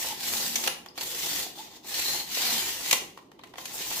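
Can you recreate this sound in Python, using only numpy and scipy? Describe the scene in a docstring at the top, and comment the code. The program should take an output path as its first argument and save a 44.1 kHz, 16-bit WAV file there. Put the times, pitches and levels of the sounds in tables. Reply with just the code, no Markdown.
"""A bare concrete room: a steel tape measure is worked by hand, close to a two-port microphone.
The blade scrapes through the mouth of its plastic case, rattling and flexing with a hollow note,
while the reel rumbles inside. Twice it runs home: the hook clacks against the case and clinks.
Fingers tick on the hook, rub the case and draw the blade out again. Every sound leaves a short tail."""
import sys
import numpy as np
from scipy import signal
from scipy.fft import rfft, irfft
from scipy.io import wavfile
from scipy.ndimage import uniform_filter1d

SR = 44100
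rng = np.random.default_rng(int(sys.argv[2]) if len(sys.argv) > 2 else 0)


def bounce(signal):
    """Save signal as a 16-bit WAV file at the path given by the first command-line argument."""
    frames = np.transpose(np.atleast_2d(signal))
    limited = np.clip(frames, -1, 1)
    pcm = np.round(limited * 32767).astype(np.int16)
    wavfile.write(sys.argv[1], SR, pcm)


N = 176400
T = np.arange(N) / SR
HZ = np.fft.rfftfreq(N, 1 / SR)
STRIKE_RISE_S = 0.0015

# Tone of struck or rubbed steel: f/Hz, level/dB
STEEL_SPECTRUM = [(300, -38), (1200, -8), (2000, 4.5), (3500, 6.5), (5000, 2.5), (6500, 6), (9000, -2.5),
                  (11500, -0.5), (15300, -2)]
# How alike the two ports hear the tape measure: f/Hz, likeness/0-1
DIRECT_LIKENESS = [(60, 0.98), (600, 0.87), (1100, 0.68), (2200, 0.17), (15000, 0.06)]
# How alike they hear the room: f/Hz, likeness/0-1
ROOM_LIKENESS = [(250, 0.93), (550, 0.47), (1100, 0.033)]


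def amp(db):
    """Decibels to gain."""
    return 10 ** (np.asarray(db) / 20)


def unit(x):
    """Scales to rms 1."""
    return x / np.sqrt(np.mean(x ** 2) + 1e-20)


def curve(points, hz=HZ):
    """Interpolates a table on a log-frequency axis."""
    f, value = np.transpose(points)
    return np.interp(np.log(hz + 1), np.log(f + 1), value)


def colour(x, spectrum):
    """Equalises a sound; white noise keeps its power."""
    return irfft(rfft(x) * unit(amp(curve(spectrum))), N)


def wander(hz):
    """Random motion of rms 1, mostly slower than hz."""
    return unit(irfft(rfft(rng.standard_normal(N)) / (1 + (HZ / hz) ** 2), N))


def judder(depth_db, rate_hz=55):
    """The fluttering gain of uneven friction."""
    return amp(depth_db * wander(rate_hz))


def add(mix, s, sound):
    """Mixes a sound in at time s."""
    part = mix[max(round(s * SR), 0):][:len(sound)]
    part += sound[:len(part)]


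def ports(pair, likeness=DIRECT_LIKENESS):
    """Blends two unrelated signals into a stereo pair: alike in the bass, the left slightly earlier."""
    left, other = rfft(pair)
    same = curve(likeness)
    right = same * left + np.sqrt(1 - same ** 2) * other
    lag_s = 3 / SR
    return irfft(np.array([left, right * np.exp(-2j * np.pi * HZ * lag_s)]), N)


def noise(likeness=DIRECT_LIKENESS):
    """White noise at the two ports."""
    return ports(rng.standard_normal((2, N)), likeness)


def blade_motion():
    """Envelopes of the sliding blade: its friction and the rasping part of it."""
    # One list per run of the blade: t/s, friction/dB, rasp against hiss/dB
    runs = [
        [(0, -31, -2), (.09, -37, 0.5), (.16, -47.5, 5.5), (.25, -34, 0), (.34, -29.5, -4.5), (.41, -30, -2.5),
         (.53, -34.5, -2), (.61, -34.5, -9), (.675, -38, 7.5)],
        [(.96, -56, 7), (1.03, -34, -8.5), (1.12, -37.5, 1), (1.25, -32.5, 0.5), (1.40, -31.5, -1),
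         (1.46, -46, 3), (1.54, -64, 12)],
        [(1.56, -49.5, -3), (1.60, -46, 3.5), (1.70, -65, 12.5), (1.77, -56.5, 10.5), (1.79, -68, 5)],
        [(1.84, -60.5, 11), (1.88, -35.5, -4), (1.95, -35.5, 4), (2.05, -31, 0), (2.16, -32, 0), (2.21, -38, 1),
         (2.25, -48, -7)],
        [(2.27, -47, 2.5), (2.35, -34.5, 5), (2.45, -30, 6.5), (2.60, -30, 0), (2.70, -35, 2),
         (2.81, -38, -1.5), (2.86, -35, 1.5), (2.912, -33.5, 0)],
        [(3.58, -49, 6.5), (3.66, -48, -0.5), (3.72, -45.5, 2), (3.74, -31.5, -21), (3.78, -41, 1.5),
         (3.81, -38, 6.5), (3.88, -35.5, -4), (3.92, -36, 3), (3.98, -27, -12), (4.0, -30, -3)],
    ]
    friction, rasp = np.zeros((2, N))
    for run in runs:
        s, level_db, rasp_db = np.transpose(run)
        outside_s = np.maximum(np.maximum(s[0] - T, T - s[-1]), 0)
        level = amp(np.interp(T, s, level_db)) * np.exp(-outside_s / 0.008)  # soft edges
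        friction += level
        rasp += level * amp(np.interp(T, s, rasp_db))
    return friction, rasp


def blade_song(friction, width_hz=320):
    """Friction keeps a resonance of the blade singing: a faint, gliding band of noise."""
    # Path of the note: t/s, f/Hz, level against friction/dB
    glide = [(0, 3340, -19), (1.1, 3443, -10), (1.4, 3553, -10), (1.68, 3610, -3), (1.88, 4135, -9),
             (2.051, 4156, -2.5), (2.2, 4184, -7), (2.36, 4290, -15), (2.47, 4330, -1.5), (2.6, 3136, -10),
             (2.8, 3090, -25), (3.899, 3430, -20.5)]
    s, hz, db = np.transpose(glide)
    phase = 2 * np.pi * np.cumsum(np.interp(T, s, hz)) / SR
    pair = [unit(wander(width_hz / 2) * np.cos(phase) + wander(width_hz / 2) * np.sin(phase))
            for _ in range(2)]
    return friction * amp(np.interp(T, s, db)) * ports(pair)


def scrape(friction, rasp, slips_per_s=2200, grit_share=0.38):
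    """Dense tiny slips in the case mouth make the blade rasp, hiss and sing."""
    # Midrange bite of sliding steel: f/Hz, level/dB
    rasp_spectrum = [(300, -36), (1000, -14.5), (1600, -5.5), (1900, 2.5), (2250, 0.5), (2700, 3),
                     (4200, 4), (5300, 1.5), (7300, -2.5), (8700, -16), (11000, -10), (15000, -9.5)]
    # Its bright hiss: f/Hz, level/dB
    hiss_spectrum = [(1500, -10.5), (3500, -9), (6000, -0.5), (8000, 3), (9200, -3.5), (11700, 1.5),
                     (13300, 0.5), (15300, 0.5)]
    slips = unit((rng.random(N) < slips_per_s / SR).astype(float))
    grit = ports(slips * rng.choice([-1, 1], (2, N)))
    rub = np.sqrt(grit_share) * grit + np.sqrt(1 - grit_share) * noise()
    bite = amp(-2) * colour(rub * rasp, rasp_spectrum)
    hiss = amp(-1) * colour(rub * friction, hiss_spectrum)
    return (bite + hiss + blade_song(friction)) * judder(depth_db=1.73)


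def shifting_resonances(x, depth_db=2):
    """Random narrow peaks come and go, like the blade's resonances as its free length changes."""
    bands = signal.stft(x, nperseg=512)[2]
    ripple = uniform_filter1d(rng.standard_normal(bands.shape[1:]), size=3, axis=0)  # smooth in frequency
    ripple = uniform_filter1d(ripple, size=9, axis=1)  # and in time
    return signal.istft(bands * unit(amp(depth_db * unit(ripple))))[1][:, :N]


def reel_rumble(friction):
    """The turning reel rumbles unevenly, swelling more gently than the scrape."""
    # Rumble of the reel in its case, with the room's low boom at 68 Hz: f/Hz, level/dB
    spectrum = [(25, -20), (48, -16), (68, 2.5), (90, -17.5), (170, 0), (235, -6.5), (280, -1.5), (340, 0),
                (600, -3), (850, 3.5), (1200, -5.5), (2500, -24.5)]
    rumble = colour(unit(noise() * judder(depth_db=4)), spectrum)
    return amp(-30.5) * friction ** 0.49 * rumble


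def swells(rows, width_hz):
    """Wavering notes, each under a bell-shaped envelope."""
    out = np.zeros(N)
    waver_hz = width_hz * wander(width_hz) / 2
    for s, half_s, hz, db in rows:
        envelope = amp(db) * np.exp(-((T - s) / half_s) ** 2)
        phase = 2 * np.pi * np.cumsum(hz + waver_hz) / SR
        out += envelope * np.sqrt(2) * np.sin(phase)
    return out


def flex_and_hum():
    """The curved blade flexes with a hollow note and low hums swell; friction roughens both."""
    # Bends of the blade: middle t/s, half length/s, f/Hz, level/dB
    flexes = [(0.114, 0.032, 912, -42.5), (.17, 0.11, 858, -47.5), (0.361, 0.0055, 820, -35.5),
              (0.448, 0.016, 790, -42), (1.598, 0.011, 850, -40.5), (2.15, 0.016, 800, -40),
              (2.463, 0.1, 760, -44.5)]
    # Low hums while the case is worked: middle t/s, half length/s, f/Hz, level/dB
    hums = [(0.46, 0.28, 230, -51.5), (1.33, 0.096, 290, -54), (2.53, 0.089, 232, -51),
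            (1.15, 0.09, 474, -52), (2.47, 0.069, 476, -54), (4, 0.08, 473, -57)]
    notes = swells(hums, width_hz=14.6) + swells(flexes, width_hz=95)
    return notes * unit(judder(depth_db=4))


def blow(rise_s, decay_s):
    """Envelope of one contact: a linear attack, then an exponential decay."""
    age = T[:SR // 10]
    return np.minimum(age / rise_s, 1) * np.exp(-np.maximum(age - rise_s, 0) / decay_s)


def chatter():
    """Very dense contacts: noise flattened so that its spectrum is even from moment to moment."""
    x = rng.standard_normal((2, N))
    for _ in range(4):
        bands = signal.stft(x, nperseg=256)[2]
        x = signal.istft(bands / (abs(bands) + 1e-12))[1][:, :N]
    return unit(ports(x))


def strikes(rows, rise_s, thud_db):
    """Each blow is a burst of chatter that excites the steel, thuds on the case and rings its modes."""
    # Thud of the plastic case: f/Hz, level/dB
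    thud_spectrum = [(60, -15), (200, -12), (500, -2), (1070, -1), (1450, -7), (1900, -5.5), (3100, -1.5),
                     (5000, -11), (12000, -57)]
    # Modes of the case: f/Hz, width/Hz, gain/dB
    case_modes = [(840, 210, 5.5), (1085, 235, 4), (1890, 190, 5), (3100, 150, -1)]
    steel, case = np.zeros((2, N))
    for s, steel_db, case_db, decay_s in rows:
        envelope = blow(rise_s, decay_s)
        add(steel, s, amp(steel_db) * envelope)
        add(case, s, amp(case_db) * envelope)
    push = case * chatter()
    ring = sum(amp(db) * signal.lfilter(*signal.iirpeak(hz, hz / width, SR), push)
               for hz, width, db in case_modes)
    thud = amp(thud_db) * colour(push, thud_spectrum)
    return colour(steel * chatter(), STEEL_SPECTRUM) + thud + ring


def rattles_and_clacks(friction, rattles_per_s=28, rattle_decay_s=0.0025):
    """The blade rattles at random in the mouth, as hard as it slides; hook and blade hit the case."""
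    # Hits on the case: t/s, steel level/dB, case level/dB, decay/s
    clacks = [(.3358, -20.5, -31, 0.0023), (.5562, -16.5, -36.5, 0.0058), (.6375, -24, -39, 0.0078),
              (.6635, -28, -32, 0.0044), (.6738, -16.5, -25, 0.0015), (.677, -23, -21, 0.0033),
              (.976, -31.5, -35, 0.0097), (1.009, -26.5, -41, 0.0087), (2.368, -40, -35, 0.0067),
              (2.8595, -25.5, -37.5, 0.0033), (2.9098, -11.5, -48.5, 0.00069), (2.912, -11.5, -30, 0.0031),
              (2.927, -11, -23.5, 0.0019), (2.9293, -13.5, -20, 0.0041), (3.9125, -41, -33.5, 0.0028)]
    rattles = []
    times = np.cumsum(rng.exponential(1, 200)) / rattles_per_s
    for s, size in zip(times, rng.random(200)):
        if s < T[-1]:
            db = 20 * np.log10(size * friction[int(s * SR)] + 1e-9)
            rattles.append((s, db - 7, db - 12, rattle_decay_s))
    return strikes([*clacks, *rattles], STRIKE_RISE_S, thud_db=1)


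def hook_clinks():
    """The loose steel hook chatters briefly and rings in one band."""
    # Clinks of the hook: t/s, f/Hz, level/dB
    clinks = [(.557, 6120, -20), (.674, 10500, -24), (0.676, 2830, -23), (0.885, 4900, -40),
              (0.984, 4320, -31), (1.015, 4570, -30.5), (3.412, 4000, -50)]
    out, contacts = np.zeros((2, N)), chatter()
    for s, hz, db in clinks:
        envelope = np.zeros(N)
        add(envelope, s, amp(db) * blow(STRIKE_RISE_S, decay_s=0.0039))
        band = signal.iirpeak(hz, Q=8.6, fs=SR)
        out += envelope * unit(signal.lfilter(*band, signal.lfilter(*band, contacts)))
    return out


def finger_ticks():
    """Fingers tap the hook and case: a softer attack, with little thud."""
    # Finger contacts: t/s, steel level/dB, case level/dB, decay/s
    ticks = [(0.859, -41.5, -35.5, 0.0039), (3.173, -46, -38.5, 0.0035), (3.187, -58, -44, 0.0026),
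             (3.315, -51.5, -43.5, 0.0024), (3.39, -60, -41.5, 0.0054), (3.4347, -46, -35.5, 0.0049),
             (3.47, -52, -57, 0.003), (3.5368, -53, -36, 0.0032), (3.555, -56, -36, 0.0023),
             (3.581, -37.5, -30.5, 0.0058), (3.6538, -28, -40, 0.0051)]
    return strikes(ticks, rise_s=0.003, thud_db=-7)


def case_knocks():
    """Blade or fingers knock on the case: one hollow, quickly damped note each time."""
    # Knocks on the plastic: t/s, f/Hz, level/dB
    knocks = [(.978, 640, -32.5), (1.017, 920, -31), (1.465, 740, -31.5), (2.373, 468, -28.5),
              (3.02, 420, -33.5), (3.175, 990, -38), (3.394, 977, -39.5), (3.541, 955, -40)]
    out = np.zeros(N)
    envelope = blow(STRIKE_RISE_S, decay_s=0.0022)
    for s, hz, db in knocks:
        add(out, s, amp(db) * envelope * np.sin(2 * np.pi * hz * T[:len(envelope)]))
    return out


def finger_rub():
    """Skin rubs faintly and unevenly on the case and hook before the last pull."""
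    # Strength of the rubbing: t/s, level/dB
    rubbing = [(3.1, -58), (3.23, -66.5), (3.3, -81.5), (3.38, -74), (3.46, -62), (3.62, -75)]
    s, db = np.transpose(rubbing)
    envelope = amp(np.interp(T, s, db)) * (T > s[0]) * (T < s[-1])
    return envelope * colour(unit(noise() * judder(depth_db=4)), STEEL_SPECTRUM)


def concrete_room(x, tail_db=-4, build_up_s=0.0044):
    """Direct sound plus a diffuse tail off the bare walls; the bass lingers longest."""
    # Reverb time: f/Hz, t60/s
    t60 = [(200, 0.7), (530, 0.5), (1400, 0.41), (15000, 0.32)]
    hz, t, bands = signal.stft(rng.standard_normal((2, 2, SR)), SR, nperseg=256)
    decay = amp(-60 * t / curve(t60, hz)[:, None])
    tails = signal.istft(bands * decay, SR)[1][..., :SR]
    tails *= np.minimum(T[:SR] / build_up_s, 1) ** 2
    tails /= np.linalg.norm(tails[0])
    wet = signal.fftconvolve(x[None], tails, axes=2).sum(1)[:, :N]  # each side feeds both
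    return (x + amp(tail_db) * ports(wet, ROOM_LIKENESS)) / np.sqrt(1 + amp(tail_db) ** 2)


def room_tone():
    """A quiet, steady bed of dark noise."""
    # Background of the room: f/Hz, level/dB
    spectrum = [(25, -18), (65, -7), (200, 3.5), (370, 6), (550, -5), (900, -5.5), (1700, -25.5),
                (4000, -21), (15000, -57)]
    return amp(-56.5) * colour(noise(ROOM_LIKENESS), spectrum)


def scene():
    """The tape measure slides, strikes and is handled in the room, over the room tone."""
    friction, rasp = blade_motion()
    sliding = flex_and_hum() + shifting_resonances(scrape(friction, rasp)) + reel_rumble(friction)
    hits = rattles_and_clacks(friction) + finger_ticks() + hook_clinks() + case_knocks()
    return concrete_room(sliding + hits + finger_rub()) + room_tone()


def record(dry):
    """The microphone's two ports differ slightly in colour, and the very top is cut off."""
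    # Balance of the ports: f/Hz, left minus right/dB
    balance = [(100, -0.1), (700, -1.5), (1300, -0.3), (3300, 0.8), (5500, 3), (9000, -3), (15000, 1.4)]
    port_gains = amp(curve(balance) * np.array([[0.5], [-0.5]]))
    tilted = irfft(rfft(dry) * port_gains, N)
    lowpass = signal.firwin(401, cutoff=15520, window=("kaiser", 8), fs=SR)
    return signal.oaconvolve(tilted, lowpass[None], "same")


dry = scene()
out = record(dry)
bounce(out)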